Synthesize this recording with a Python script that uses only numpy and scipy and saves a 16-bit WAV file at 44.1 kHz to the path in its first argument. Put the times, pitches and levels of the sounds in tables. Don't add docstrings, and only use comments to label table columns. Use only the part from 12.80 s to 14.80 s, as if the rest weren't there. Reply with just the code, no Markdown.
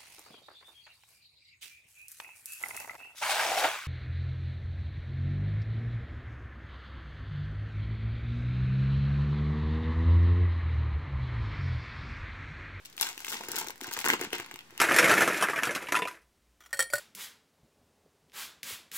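import sys
import numpy as np
from scipy import signal
from scipy.fft import rfft, irfft, next_fast_len
from scipy.io import wavfile
from scipy.ndimage import uniform_filter1d

SR = 44100
rng = np.random.default_rng(int(sys.argv[2]) if len(sys.argv) > 2 else 0)


def gain_from_db(level_db):
    decades = np.asarray(level_db, float) / 20
    return 10 ** decades


def generate_wav(signal):
    frames = np.transpose(np.atleast_2d(signal))
    scaled = np.clip(frames, -1, 1) * 32767
    pcm = np.round(scaled).astype(np.int16)
    wavfile.write(sys.argv[1], SR, pcm)


N = 88200
PANEL_CYCLES, POUCH_CYCLES = 1.65, 1.0


def evened(x):
    return x / np.sqrt(np.mean(x ** 2) + 1e-20)


def read(points, hz):
    f, value = np.transpose(points)
    return np.interp(np.log(hz + 1), np.log(f + 1), value)


def colour(x, points, lag_s=0):
    size = next_fast_len(N + 4096)
    hz = np.fft.rfftfreq(size, 1 / SR)
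    delay = np.exp(-2j * np.pi * hz * lag_s)
    return irfft(rfft(x, size) * gain_from_db(read(points, hz)) * delay, size)[..., :N]


def add(mix, s, sound):
    part = mix[..., round(s * SR):][..., :sound.shape[-1]]
    part += sound[..., :part.shape[-1]]


def partly_alike(a, b, same):
    return np.array([a, same * a + np.sqrt(1 - same ** 2) * b])


def pop(hz, cycles):
    u = np.arange(1024) / SR * hz
    shape = (1 - np.exp(-u / 0.18)) * np.exp(-2 * u / cycles) * np.sin(2 * np.pi * u)
    return shape / abs(shape).max()


def apart(shape, luck):
    return np.array([shape, np.roll(shape, int(7 * luck))])


def tick(noise, hz, luck):
    rise_s, spit_s, shiver_s, shiver_db = 0.0003, 0.0004, 0.0028, -20
    longest = 2.7
    t = np.arange(noise.shape[1]) / SR / (1 + (longest - 1) * luck ** 2)
    rise = (1 - np.exp(-t / rise_s)) ** 2
    fall = np.exp(-t / spit_s) + gain_from_db(shiver_db) * np.exp(-t / shiver_s)
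    spit = partly_alike(noise[0], noise[1], 0.1) * rise * fall
    spit = signal.sosfilt(signal.butter(2, hz, "high", fs=SR, output="sos"), spit)
    return evened(spit) / 12


# start in seconds, peak level in dB, panel pitch in Hz, tick level in dB.
GRIP_BUCKLES = [(0.0568, -48, 3980, -43), (0.098, -49, 3390, -53), (0.1268, -43.5, 4440, -54.5),
                (0.166, -63, 3100, -44.5), (0.178, -27.5, 2880, -39), (0.1984, -24, 4200, -47),
                (0.2112, -22, 1210, -27), (0.2188, -27, 5170, -25), (0.2267, -15, 4830, -44),
                (0.267, -27, 3400, -38), (0.3772, -30.5, 2580, -40), (0.4025, -35, 1600, -39.5),
                (0.4456, -26.5, 2430, -36.5), (0.4666, -32.5, 1640, -39), (0.4802, -28.5, 2580, -58),
                (0.5239, -26.5, 1510, -47), (0.5687, -26.5, 5650, -54), (0.609, -28.5, 1050, -47.5),
                (0.6354, -31, 1620, -44.5), (0.6844, -32, 1570, -35), (0.7162, -50, 1990, -29.5),
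                (0.7428, -60, 1540, -58), (0.763, -24, 5000, -29), (0.7829, -24.5, 1680, -30),
                (0.7982, -46, 2160, -32.5), (0.8704, -30, 1150, -37.5), (0.904, -29, 1920, -39.5),
                (0.9567, -44, 1740, -52), (0.9782, -47, 1530, -51)]
# start in seconds, peak level in dB, panel pitch in Hz, tick level in dB.
RIP_BUCKLES = [(1.0117, -31.5, 2300, -38.5), (1.035, -35, 5800, -39.5), (1.043, -29, 1510, -39),
               (1.1113, -39.5, 1550, -41), (1.1358, -31.5, 3950, -30.5), (1.1665, -22.5, 1580, -39),
               (1.1887, -24.5, 2100, -31), (1.2423, -17.5, 2100, -41), (1.2496, -24, 1610, -31),
               (1.2569, -19.5, 1580, -28.5), (1.262, -16, 1430, -32.5), (1.2747, -14, 1640, -51),
               (1.2845, -35, 4460, -24), (1.289, -13, 1670, -53), (1.3003, -9.5, 1790, -48),
               (1.3007, -17, 2140, -27), (1.3341, -15, 2620, -32), (1.3379, -17, 1220, -47),
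               (1.3936, -30, 2080, -47), (1.4122, -24.5, 1540, -34), (1.4356, -30.5, 1960, -41),
               (1.53, -20.5, 2480, -31.5), (1.582, -31, 1840, -39.5), (1.5986, -24, 1860, -39.5),
               (1.7115, -29, 1880, -46.5), (1.7403, -33, 2840, -46), (1.7582, -33, 1990, -43),
               (1.8986, -48, 1690, -79), (1.9769, -30.5, 2730, -38.5), (1.9924, -32.5, 1560, -54)]
# start in seconds, peak level in dB, panel pitch in Hz, tick level in dB.
SMALL_CREASES = [(.0499, -39, 4260, -46.5), (.054, -37.5, 2840, -54), (0.064, -46, 3880, -53),
                 (0.1874, -47, 3830, -48), (0.1933, -36, 6220, -47), (.2332, -33, 4670, -41),
                 (.2985, -35, 6460, -53), (.3286, -34, 5900, -49), (0.392, -37, 6100, -46),
                 (0.484, -41, 6200, -41), (0.497, -34, 7000, -34), (0.502, -34, 6960, -36),
                 (.518, -34.5, 1580, -36), (0.5298, -31, 1560, -41), (.5524, -33.5, 930, -45),
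                 (.565, -29.5, 2120, -46), (0.6495, -48, 890, -45), (.757, -33, 6930, -30.5),
                 (.7872, -37, 4670, -28), (0.794, -28, 6050, -36), (0.8114, -30, 910, -37),
                 (.8255, -39, 6720, -43), (.8433, -32.5, 930, -43), (.866, -34, 1840, -45),
                 (0.884, -23, 6760, -39), (0.896, -29, 880, -47), (1.0064, -34.5, 1010, -48),
                 (1.0296, -34, 2300, -47), (1.068, -46, 1180, -40.5), (1.115, -30.5, 1630, -48),
                 (1.1228, -41, 5600, -38.5), (1.129, -28, 5510, -35), (1.174, -27.5, 1120, -36.5),
                 (1.202, -34.5, 1080, -35.5), (1.213, -36, 2290, -40), (1.2929, -19.5, 1480, -34),
                 (1.328, -24, 1580, -39), (1.403, -39, 1510, -49), (1.4252, -27, 2090, -46),
                 (1.4437, -38, 5130, -41), (1.5039, -37.5, 2580, -53), (1.5167, -40, 1820, -54),
                 (1.5394, -25, 2710, -50), (1.5517, -32.5, 2150, -38), (1.6072, -33, 2190, -50),
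                 (1.622, -41, 1830, -52), (1.661, -35, 1730, -49), (1.7895, -32.5, 2770, -50.5),
                 (1.807, -38, 2850, -57), (1.906, -41, 1730, -54)]


def snaps():
    panel_trim_db, tick_trim_db = -2, 13.5
    rows = GRIP_BUCKLES + RIP_BUCKLES + SMALL_CREASES
    out = np.zeros((2, N))
    luck = rng.random((len(rows), 4))
    noise = rng.standard_normal((len(rows), 2, 1024))
    for (s, db, hz, tick_db), (side, late, tune, place), hiss in zip(rows, luck, noise):
        add(out, s + 0.0005, gain_from_db(tick_trim_db + tick_db) * tick(hiss, 6200, late))
        level = gain_from_db(db + panel_trim_db)
        panel = apart(pop(hz, PANEL_CYCLES), place)
        add(out, s + 0.000981, np.sign(side - 0.5) * level * panel)
        neighbour = apart(pop(hz * (0.48 + 0.57 * tune), 0.5 * PANEL_CYCLES), place)
        add(out, s + 0.001405 + 0.002004 * late, gain_from_db(-2) * level * neighbour)
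    return out


def seal_crack():
    out, hz = np.zeros((2, N)), 10500
    near_db, far_db = -8, -24
    add(out, 0.21185, gain_from_db([[near_db], [far_db]]) * (pop(hz, 5.0) + 0.5 * pop(1.19 * hz, 4.8)))
    return out


# start in seconds, peak level in dB, pitch in Hz, sub-bass level in dB.
AIR_PUSHES = [(0.2089, -40.5, 427, -56.5), (0.372, -48.5, 283, -70), (0.512, -45, 530, -71),
              (0.604, -36.5, 480, -83), (0.684, -37, 353, -60.5), (0.744, -40, 394, -67),
              (0.872, -41, 348, -66), (1.017, -38.5, 306, -94), (1.078, -39, 284, -56.5),
              (1.174, -37, 450, -58), (1.257, -32, 300, -56), (1.333, -25, 425, -53.5),
              (1.411, -28, 375, -69), (1.436, -33, 400, -75), (1.451, -40, 220, -70),
              (1.468, -41.5, 158, -62), (1.528, -30, 404, -56), (1.595, -37, 327, -55),
              (1.736, -44.5, 276, -60), (1.923, -49.5, 325, -67)]


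def pushes():
    wobble_trim_db, sub_trim_db, sub_hz = 6, 26.5, 102
    out = np.zeros(N)
    for s, db, hz, sub_db in AIR_PUSHES:
        wobble = gain_from_db(db + wobble_trim_db) * pop(hz, 1.26 * POUCH_CYCLES)
        swing = gain_from_db(sub_db + sub_trim_db) * pop(sub_hz, 0.83)
        add(out, s + 0.003, wobble + swing)
    return out


def tension_db():
    hush_db, hush_s, rattle_db, rattle_s = -4, 0.012, 2, 0.01
    t, hush, rattle = np.arange(N) / SR, np.zeros(N), np.zeros(N)
    for row in GRIP_BUCKLES + RIP_BUCKLES:
        since = t - row[0]
        hush = np.maximum(hush, (since < 0) * np.exp(-abs(since) / hush_s))
        rattle = np.maximum(rattle, (since > 0) * np.exp(-abs(since) / rattle_s))
    return hush_db * hush + rattle_db * rattle


def crease_sizes():
    creases_per_s, spread_db, clump_db, clump_s = 2400, 4.2, 3.5, 0.0048
    clump = evened(uniform_filter1d(rng.standard_normal(N), round(clump_s * SR)))
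    luck = np.minimum(rng.exponential(1, N), 2.0)
    size = gain_from_db(spread_db * luck + clump_db * clump + tension_db())
    return size * (rng.random(N) < creases_per_s / SR) * rng.choice([-1., 1.], N)


# time in seconds, effort in dB, pouch squeeze in dB, crispness in dB.
HAND_EFFORT = [(0.151, -84, 16, -10), (0.219, -33.5, -25, 1.5), (0.348, -55, -14.5, 0.5),
               (.44, -53, -5.5, 5.5), (0.502, -41.5, -7.5, 4.5), (0.662, -49, 2.5, -5),
               (0.782, -36.5, -5, -12), (0.989, -80, 12, 0), (1.019, -48, -1.5, -16),
               (1.235, -43.5, -11.5, -1), (1.253, -35.5, 4, -10), (1.336, -42.5, 6.5, 3),
               (1.388, -52, 7, -5), (1.417, -35, 2.5, -25), (1.51, -58, 5.5, -7), (1.537, -37, -3, -12),
               (1.888, -77.5, 4, -11), (2.0, -48.5, -1, -11)]


def crinkle(count=24):
    s, effort_db, pouch_db, crisp_db = np.transpose(HAND_EFFORT)
    size = crease_sizes()
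    kind = rng.integers(0, count, N)
    noise, place = rng.standard_normal((count, 2, 1024)), rng.random(count)
    panel_hz = np.geomspace(757, 7900, count)
    pouch_hz = rng.permutation(np.geomspace(141, 586, count))
    layers = np.zeros((7, N))
    for k in range(count):
        pouch = evened(pop(pouch_hz[k], POUCH_CYCLES))
        panel = apart(evened(pop(panel_hz[k], PANEL_CYCLES)), place[k])
        large, small = panel * (2 * k < count), panel * (2 * k >= count)
        spit = tick(noise[k], 4900, place[k - 1])
        shapes = np.array([pouch, *large, *small, *spit])
        layers += signal.oaconvolve((size * (kind == k))[None], shapes, axes=1)[:, :N]
    parts = layers[0], layers[1:3], layers[3:5], layers[5:]
    small_db = effort_db - 4 + 0.2 * crisp_db
    gains = [effort_db + pouch_db, effort_db - 1, small_db, effort_db + crisp_db]
    t = np.arange(N) / SR
    return gain_from_db(-3.5) * sum(evened(x) * gain_from_db(np.interp(t, s, db)) for x, db in zip(parts, gains))


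# frequency in Hz, time to fall by 60 dB in seconds.
ROOM_DECAY = [(150, 0.053), (1000, 0.19), (7800, 0.18), (9000, 0.08)]
# frequency in Hz, likeness from 0 to 1.
ROOM_LIKENESS = [(100, 0), (400, 0.84), (900, 0.85), (2000, 0)]


def room(x):
    taps = rng.standard_normal((2, SR // 2)) * (np.arange(SR // 2) > 120)
    hz, t, z = signal.stft(taps, SR, nperseg=256)
    same = np.clip(read(ROOM_LIKENESS, hz), 0, 1)[:, None]
    fall = gain_from_db(-60 * t / read(ROOM_DECAY, hz)[:, None])
    tail = signal.istft(partly_alike(z[0], z[1], same) * fall, SR, nperseg=256)[1]
    return signal.fftconvolve(x, tail / np.linalg.norm(tail[0]), axes=1)[:, :N]


# frequency in Hz, density in dB per Hz.
AIR_COLOUR = [(25, -15), (70, -6.5), (150, -4), (300, -7.5), (620, -11), (1650, -7.5), (4500, -14.5),
              (16000, -25.5)]
# frequency in Hz, likeness from 0 to 1.
AIR_LIKENESS = [(50, 0.71), (300, 0.54), (700, 0.17), (1500, 0.078)]


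def air():
    hz = np.fft.rfftfreq(N, 1 / SR)
    a, b = rfft(rng.standard_normal((2, N)))
    same = np.clip(read(AIR_LIKENESS, hz), -1, 1)
    z = partly_alike(a, b, same) * gain_from_db(read(AIR_COLOUR, hz))
    return gain_from_db(-59) * evened(irfft(z, N))


# frequency in Hz, gain in dB.
FOIL_TONE = [(100, -17.5), (350, -3), (650, -1.5), (1500, 2), (3000, 8.5), (8000, 6), (8700, 2.5),
             (14000, 3)]
# frequency in Hz, gain in dB.
FAR_MIC_TONE = [(100, -1.5), (700, 0), (1500, -1.5), (4000, -1), (7600, -3), (8700, -11.5), (16000, -11)]


def scene():
    packet = colour(snaps() + seal_crack() + pushes() + crinkle(), FOIL_TONE)
    quilt = [(700, 4), (3000, -9.0), (9000, -48.0)]
    packet = packet - 0.34 * colour(packet, quilt, 0.001658)
    pair = np.array([packet[0], colour(packet[1], FAR_MIC_TONE, 0.00006)])
    return pair + gain_from_db(-9.5) * room(pair) + air()


def roll_off(x):
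    return signal.sosfilt(signal.butter(12, 17000, fs=SR, output="sos"), x)


def record(dry):
    edge = signal.firwin(255, 15800, window=("kaiser", 9), fs=SR)
    x = signal.oaconvolve(dry, edge[None], "same")
    above = dry - x
    power = above ** 2
    sudden = uniform_filter1d(power, 90) > gain_from_db(2 * 8) * uniform_filter1d(power, 2000)
    gate = uniform_filter1d(1. * sudden, 120)
    glint = signal.sosfilt(signal.butter(12, 16900, fs=SR, output="sos"), gate * above)
    return roll_off(x + gain_from_db(-20) * glint - 0.0006)


dry = scene()
out = record(dry)
generate_wav(out)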